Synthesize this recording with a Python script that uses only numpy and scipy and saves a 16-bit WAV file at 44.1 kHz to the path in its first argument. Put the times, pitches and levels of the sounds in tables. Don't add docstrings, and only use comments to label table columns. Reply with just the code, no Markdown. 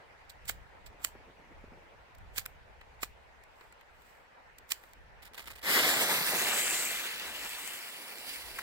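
import sys
import numpy as np
from scipy import signal
from scipy.fft import rfft, irfft, next_fast_len
from scipy.io import wavfile
from scipy.ndimage import uniform_filter1d, map_coordinates

SR = 44100
rng = np.random.default_rng(int(sys.argv[2]) if len(sys.argv) > 2 else 0)


def transcribe(u):
    v = np.clip(np.atleast_2d(u).T, -1, 1)
    q = np.round(v * 32767).astype(np.int16)
    wavfile.write(sys.argv[1], SR, q)


N = 380141

IGNITE_S = 5.624
# frequency in Hz, relative level per Hz in dB.
JET_SPECTRUM = [(60, -26), (110, -17.5), (200, -7), (450, -1.5), (1100, -2.5), (2000, 1.5), (3400, 3),
                (4800, -0.3), (6400, -9), (7900, -2.5), (11000, -6.5), (13000, -4), (15800, -7.5)]
# frequency in Hz, relative level per Hz in dB.
FLINT_SPECTRUM = [(200, -21), (700, -21.5), (1800, -3), (3100, 1.5), (4500, 0), (6400, -2), (7900, 4),
                  (9800, -5.5), (12500, 0), (15300, 3), (16000, -7)]
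# centre in seconds, half-length in seconds,
# level relative to the hiss in dB.
BOOM = (6.24, 0.2, -27)
# centre in seconds, half-length in seconds, frequency in Hz,
# half-width in Hz, boost in dB.
BRIGHT_EDGES = [(6.711, 0.19, 7950, 1510, 6), (8.303, 0.38, 4600, 700, 4.5)]
# time in seconds, distance in metres, delay of the left port behind
# the right in milliseconds, port colour from 0 close, 1 a step back, 2 away to 3 far (held at 3 above that).
PHONE_PATH = [(5.78, .19, 0.34, 0), (6.02, 0.22, 0.26, 0.5), (6.25, 0.37, .24, 0.15),
              (6.5, 0.32, 0.17, 1.5), (6.75, 0.42, 0.13, 0.85), (7.15, 0.82, 0.2, 1.4),
              (7.7, 1.29, 0.15, 2), (7.93, 1.79, .21, 2.5), (8.6, 2.12, 0.2, 3.5)]
# frequency in Hz, correlation from 0 to 1.
PORT_LIKENESS = [(60, .45), (300, 1), (1000, 1), (2000, 0.79), (2600, 1), (3200, 0.89), (3900, 0.43),
                 (5200, 0.15), (7700, 0.64), (10000, .22), (15000, 0.21)]
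# frequency in Hz, gain in dB.
PORT_CLOSE = [(500, -1.2), (1100, 3), (2000, 7.5), (3000, -6), (4000, -2.5), (5000, -1.5), (6200, -1.5),
              (7400, -3), (8600, -12), (9700, -16), (11500, 5), (13000, 0.5), (15500, -11.5)]
PORT_STEP_BACK = [(500, -0.5), (1100, 1.1), (2000, 6), (3000, 1.5), (4000, -18), (5000, -16), (6200, 4.5),
                  (7400, 4), (8600, -5), (9700, 0), (11500, -10), (13000, 2), (15500, -3.5)]
PORT_AWAY = [(500, -3), (1100, 3.5), (2000, 6), (3000, 5), (4200, -11), (5000, -13), (6200, -3), (7400, 1),
             (8600, -3.5), (9700, -1), (11500, -6), (13000, -9), (15500, 0)]
PORT_FAR = [(500, -2.5), (1100, 1), (2200, 6.5), (3000, 2.5), (4100, -13), (4900, -6), (6200, -15),
            (7600, -10), (8700, -10), (9800, 0.5), (11500, -7), (13000, -5), (15500, -5)]


def spray():
    level_db, roar_db, fizz_db = burn()
    lit = np.clip((clock() - IGNITE_S) / 0.008, 0, 1)
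    jet = coloured(patchy(gritty(grain_db=1.16, rate=3000), depth_db=1.5), JET_SPECTRUM)

    def below(hz, edge_hz):
        return 1 / (1 + (hz / edge_hz) ** 8)

    roar = unit(filtered(jet, lambda hz: below(hz, 1240)))
    hiss = unit(filtered(jet, lambda hz: below(hz, 5660) - below(hz, 1300)))
    fizz = unit(filtered(jet, lambda hz: 1 - below(hz, 5380)))
    cracks = (rng.random(N) < 45 / SR) * rng.standard_normal((2, N)) * amp(19.0)
    treble = fizz + coloured(cracks, FLINT_SPECTRUM)
    roar_gain = amp(roar_db + 0.14 * wobble(30))
    treble_gain = amp(fizz_db + 0.73 * wobble(25))
    flow = hiss + roar_gain * roar + treble_gain * treble
    boom_s, boom_length, boom_db = BOOM
    boom = unit(band(jet, centre_hz=140, width_hz=45))
    flow = flow + amp(boom_db) * swell(boom_s, boom_length) * boom
    for s, half_length, hz, width_hz, db in BRIGHT_EDGES:
        flow = flow + (amp(db) - 1) * swell(s, half_length) * band(flow, hz, width_hz)
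    pair = lit * amp(level_db + 0.76 * wobble(45)) * flow
    position = np.clip(curves(PHONE_PATH)[2], 0, 3)
    heard = np.zeros((2, N))
    for place, shade in enumerate([PORT_CLOSE, PORT_STEP_BACK, PORT_AWAY, PORT_FAR]):
        share = np.clip(1 - abs(position - place), 0, 1)
        heard += share * ports(pair, PORT_LIKENESS, shade)
    return heard


JET_DB = -44
ATTACK_S, ATTACK_DB = 0.074, 15.5
# centre in seconds, half-length in seconds, change of the whole jet in dB,
# additional change of the roar in dB.
FLARES = [(5.746, 0.021, 2, -2), (6.127, 0.035, 2, 1), (6.487, .05, 0.5, 1), (6.99, 0.12, 1.5, -2),
          (7.267, 0.057, 1, 2.5), (7.45, 0.033, 2, 4), (8.315, 0.073, 4, -4)]
# time in seconds, roar relative to the hiss in dB, fizz likewise in dB.
JET_COLOUR = [(5.7, -8.5, -1), (6.3, -5.5, 3), (6.8, -10.5, 1.5), (7.2, -11, -2.5), (7.7, -9.5, 4.5),
              (8.2, -5, 3.5), (8.6, -6, 3)]


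def burn():
    distance_m = curves(PHONE_PATH)[0]
    roar_db, fizz_db = curves(JET_COLOUR)
    build_up = np.clip((clock() - IGNITE_S) / ATTACK_S, 0, 1)
    level_db = JET_DB - 20 * np.log10(distance_m) - ATTACK_DB * (1 - build_up)
    for s, half_length, db, extra_roar_db in FLARES:
        flare = swell(s, half_length)
        level_db = level_db + db * flare
        roar_db = roar_db + extra_roar_db * flare
    return level_db, roar_db, fizz_db


CATCH_S = 5.33
SPITS_PER_S, SPIT_DB, SPIT_SCATTER_DB, SPIT_S = 45, -50.5, -4, 0.003
# start in seconds, level in dB before the mix gains, length in seconds.
SET_SPITS = [(5.223, -52, .015), (5.251, -50, 0.023), (5.378, -41.5, 0.0082), (5.395, -45, 0.013),
             (5.417, -51, 0.014), (5.457, -49.5, 0.015), (5.472, -43.5, 0.0097), (5.502, -44.5, 0.016),
             (5.56, -51, 0.0044), (5.582, -48, .004), (5.615, -51, 0.0039)]
# frequency in Hz, gain in dB.
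PORT_LIGHTER = [(500, -2.5), (1000, 3), (1700, 3.5), (2500, 4), (3500, -14), (5000, -8.5), (6500, -22.5),
                (7700, -13.5), (8700, -8.5), (10800, -16), (12500, -8.5), (15500, -10.5)]


def sputter():
    t = clock()
    spits = list(SET_SPITS)
    for k, (shift, size) in enumerate(rng.standard_normal((40, 2))):
        start = CATCH_S + (k + 0.24 * shift) / SPITS_PER_S
        if start < IGNITE_S:
            spits.append((start, SPIT_DB + SPIT_SCATTER_DB * size, SPIT_S))
    power = np.zeros(N)
    for s, db, length in spits:
        near = abs(t - s) < 0.1
        u = t[near] - s
        rise = np.minimum(u, 0) / 0.00087
        decay = np.maximum(u - length, 0) / 0.0037
        power[near] += amp(db) ** 2 * np.exp(rise - decay)
    crackle = coloured(np.sqrt(power) * gritty(grain_db=7, rate=1200), FLINT_SPECTRUM)
    puffs = coloured(np.sqrt(power) * gritty(grain_db=3.5, rate=600), JET_SPECTRUM)
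    return ports(amp(-0.5) * puffs + amp(-8) * crackle, PORT_LIKENESS, PORT_LIGHTER)


EMBER_AT_S, EMBER_HALF_WIDTH_S = 8.5905, 0.004
THUD_DB, CRACK_DB = -32.5, -36.5
# frequency in Hz, relative level per Hz in dB.
THUD_SPECTRUM = [(150, -22), (500, -18), (1100, 0), (1900, -1.5), (4000, -13), (9000, -14)]


def ember():
    burst = np.exp(-np.minimum(abs(clock() - EMBER_AT_S) / EMBER_HALF_WIDTH_S, 20))
    thud = amp(THUD_DB) * coloured(burst * white(), THUD_SPECTRUM)
    crack = amp(CRACK_DB) * coloured(burst * white(), FLINT_SPECTRUM)
    return ports(thud + crack, PORT_LIKENESS, PORT_FAR)


# time of the peak in seconds,
# scrape level in dB before colouring, run-up in seconds, run-out in seconds, rasp boost near 4.3 kHz in dB,
# zing boost near 7.65 kHz in dB.
STROKES = [(.3, -50.5, .014, 0.062, 8.5, 3), (.491, -29, 0.047, 0.071, 0.5, 3.5),
           (.865, -47, .015, 0.055, 7, 5.5), (1.046, -38, 0.076, .12, -1.5, 3),
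           (2.381, -29, 0.065, 0.081, 0, 0), (3.032, -32.5, 0.047, 0.069, 3.5, 4.5),
           (4.718, -28, 0.05, .06, 0.5, -1)]
# time in seconds, snap level in dB
# before colouring, half-width in seconds, knock relative to the snap in dB.
SNAPS = [(.298, -47, 0.0023, -20), (.456, -51, .003, -24), (.483, -39, 0.0039, -26.5),
         (.493, -30.5, .0012, -16), (.496, -24, .0014, -8.5), (0.864, -47.5, .0024, -16.5),
         (1.0442, -29.5, 0.0013, -26.5), (1.048, -18, 0.0016, -18.5), (1.056, -40.5, .0005, -20.5),
         (1.0712, -38, .0005, -16.5), (2.151, -54.5, .0025, -15), (2.185, -56, 0.0024, -6.5),
         (2.362, -39.5, 0.0017, -21.5), (2.3826, -21, 0.0014, -13), (2.383, -17.5, 0.00022, -22.5),
         (2.457, -40, 0.0011, -8.5), (2.4617, -29.5, 0.0012, -12), (2.814, -59.5, .002, 11),
         (3.032, -23.5, 0.0008, -6), (3.034, -26.5, 0.00075, -2), (3.438, -54.5, 0.0024, -8),
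         (3.611, -60, 0.0023, 10.5), (3.726, -54.5, 0.0015, 0), (3.812, -58.5, 0.0019, 6),
         (4.021, -55.5, 0.0012, -3), (4.586, -45, 0.0024, -18), (4.693, -44.5, .00085, -17.5),
         (4.7194, -23, 0.0012, -18.5), (4.7206, -15, 0.00045, -19), (4.838, -52.5, .0015, 3),
         (4.935, -46, 0.00092, -13)]
# frequency in Hz, relative level per Hz in dB.
KNOCK_SPECTRUM = [(80, -14), (180, -12), (380, -3), (750, -5), (1200, -3.5), (1800, 1), (2400, -1),
                  (4000, -8), (9000, -36.5)]


def lighter():
    t = clock()
    scrape, snap_power, knock_power = np.zeros((3, N))
    for s, db, run_up, run_out, *_ in STROKES:
        near = abs(t - s) < 0.3
        u = t[near] - s
        scrape[near] += amp(db - 60 * np.maximum(-u / run_up, u / run_out) ** 1.05)
    for s, db, width, knock_db in SNAPS:
        near = abs(t - s) < 0.05
        u = t[near] - s
        snap_power[near] += amp(db) ** 2 * np.exp(-2 * abs(u / width) ** 1.5)
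        knock_shape = np.exp(-2 * np.maximum(-u * 1.6, u / 2) / (width + 0.00054))
        knock_power[near] += amp(db + knock_db) ** 2 * knock_shape
    scraping = scrape * gritty(grain_db=4, rate=550)
    snapping = np.sqrt(snap_power) * gritty(grain_db=1.5, rate=4600)
    pair = coloured(scraping + snapping + gas(), FLINT_SPECTRUM)
    *_, rasp_db, zing_db = curves(STROKES)
    rasp = (amp(rasp_db) - 1) * band(pair, 4300, 1000)
    zing = (amp(zing_db) - 1) * band(pair, 7650, 550)
    knock = coloured(np.sqrt(knock_power) * white(), KNOCK_SPECTRUM)
    return lagged(ports(pair + rasp + zing + knock, PORT_LIKENESS, PORT_LIGHTER), lag_ms=0.3)


HISS_FLOOR_DB = -85
# centre in seconds, half-length in seconds, level in dB before colouring.
GAS_PUFFS = [(3.62, 0.065, -70), (4.08, 0.11, -66.5), (4.82, 0.097, -64)]


def gas():
    puffs = sum(amp(db) * swell(s, half_length) for s, half_length, db in GAS_PUFFS)
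    return (amp(HISS_FLOOR_DB) + puffs) * gritty(grain_db=1.5, rate=130)


# frequency in Hz, time to fall by 60 dB in seconds.
YARD_DECAY = [(200, 0.27), (2000, 0.26), (8000, 0.19), (15000, 0.21)]


def yard(x):
    hz, t, z = signal.stft(rng.standard_normal((2, SR // 2)), SR, nperseg=256)
    decay = amp(-60 * t / along(YARD_DECAY, hz)[:, None])
    tail = signal.istft(z * decay, SR, nperseg=256)[1]
    return signal.fftconvolve(x[1:], tail / np.linalg.norm(tail[0]), axes=1)[:, :N]


NIGHT_DB, NIGHT_DB_PER_S = -57.5, -0.3947
# frequency in Hz, relative level per Hz in dB.
NIGHT_SPECTRUM = [(50, -27.5), (90, -9), (200, -15.5), (330, -14), (450, -6), (660, -5), (900, -3),
                  (1150, -9), (1450, -7.5), (1920, -7.5), (2430, -11), (3210, -19), (6500, -30),
                  (15000, -43.5)]
# frequency in Hz, correlation from 0 to 1.
NIGHT_LIKENESS = [(100, 0.24), (300, 0.39), (700, 0), (1500, 0), (3000, 0.0063), (15000, 0)]


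def night():
    far = coloured(patchy(white(), depth_db=1.8), NIGHT_SPECTRUM)
    return amp(NIGHT_DB + NIGHT_DB_PER_S * clock()) * ports(far, NIGHT_LIKENESS)


# time in seconds, level in dB before random flutter.
BREEZE = [(0, -69), (.57, -53.5), (1.4, -66), (1.55, -56.5), (2.01, -66), (2.35, -54), (2.7, -64),
          (3.02, -57), (3.5, -65), (4.4, -71), (5.05, -61), (6.8, -67), (7.5, -65.5), (7.9, -86),
          (8.5, -63.5)]
# frequency in Hz, relative level per Hz in dB.
RUMBLE_SPECTRUM = [(10, -10), (25, -0.5), (45, 1.5), (58, 4.5), (80, -3), (120, -8.5), (200, -15),
                   (500, -56)]


def breeze():
    rumble = ports(coloured(white(), RUMBLE_SPECTRUM), [(50, 0.13)])
    return amp(curves(BREEZE)[0] + 2.8 * wobble(10)) * rumble


HAND_DB = -77.5
REGRIP_S, REGRIP_HALF_LENGTH_S, REGRIP_DB = 1.39, 0.52, -64.5
# time in seconds, level in dB before colouring.
BUMPS = [(1.154, -48), (1.208, -56), (1.475, -55), (1.519, -53), (1.641, -48.5), (1.721, -50.5),
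         (1.775, -54.5), (5.314, -56)]
# frequency in Hz, relative level per Hz in dB.
HAND_SPECTRUM = [(50, -12.5), (130, -1.5), (450, 1), (800, -8), (2000, -13.5), (6000, -44.5)]


def hand():
    t = clock()
    grip = amp(HAND_DB) + amp(REGRIP_DB) * swell(REGRIP_S, REGRIP_HALF_LENGTH_S)
    rustle = grip * gritty(grain_db=4.5, rate=44)
    bumps = np.zeros(N)
    for s, db in BUMPS:
        decay = np.maximum((s - t) / 0.0022, (t - s) / 0.0062)
        bumps += amp(db) * np.exp(-np.minimum(decay, 20))
    return ports(coloured(rustle + bumps * white(), HAND_SPECTRUM), PORT_LIKENESS)


def ports(pair, alike, shade=((1000, 0),)):
    def mix(hz):
        likeness = np.clip(along(alike, hz), -1, 1)
        return amp(along(shade, hz)) * np.array([likeness, np.sqrt(1 - likeness ** 2)])

    left = filtered(pair, mix).sum(axis=0)
    return np.array([left, pair[0]])


def lagged(pair, lag_ms, knee_hz=1000):
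    left, right = pair
    treble = filtered(left, lambda hz: hz > knee_hz)
    lag_s = lag_ms / 1000
    wave = signal.hilbert(treble, next_fast_len(N))[:N]
    late = map_coordinates(wave, [np.arange(N) - lag_s * SR], order=5)
    late = late * np.exp(2j * np.pi * knee_hz * lag_s)
    return np.array([left - treble + late.real, right])


def gritty(grain_db, rate):
    return unit(white() * amp(grain_db * wobble(rate)))


def patchy(x, depth_db):
    z = signal.stft(x, nperseg=512)[2]
    field = rng.standard_normal(z.shape[1:])
    field = uniform_filter1d(field, size=7, axis=0)
    field = uniform_filter1d(field, size=8, axis=1)
    return unit(signal.istft(z * amp(depth_db * unit(field)), nperseg=512)[1][:, :N])


def coloured(x, spectrum):
    return filtered(x, lambda hz: unit(amp(along(spectrum, hz))))


def band(x, centre_hz, width_hz):
    return filtered(x, lambda hz: np.exp(-((hz - centre_hz) / width_hz) ** 2))


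def filtered(x, response):
    m = next_fast_len(N + 8192)
    return irfft(rfft(x, m) * response(np.fft.rfftfreq(m, 1 / SR)), m)[..., :N]


def white():
    return rng.standard_normal((2, N))


def wobble(rate):
    knots = rng.standard_normal(int(N * rate / SR) + 4)
    return map_coordinates(knots, [np.arange(N) * rate / SR])


def swell(s, half_length):
    return np.exp(-((clock() - s) / half_length) ** 2)


def curves(rows):
    s, *cols = np.transpose(rows)
    return [np.interp(clock(), s, c) for c in cols]


def along(points, hz):
    f, v = np.transpose(points)
    return np.interp(np.log(hz + 1), np.log(f + 1), v)


def clock():
    return np.arange(N) / SR


def unit(x):
    return x / np.sqrt(np.mean(x ** 2) + 1e-20)


def amp(db):
    return 10 ** (np.asarray(db) / 20)


def scene():
    fuse = lagged(spray() + sputter() + ember(), curves(PHONE_PATH)[1])
    strikes = lighter()
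    echo = yard(amp(-22) * fuse + amp(-21) * strikes)
    return fuse + strikes + echo + night() + breeze() + hand()


TOP_HZ = 15950


def record(dry):
    return filtered(dry, lambda hz: 1 / (1 + (hz / TOP_HZ) ** 200))


dry = scene()
out = record(dry)
transcribe(out)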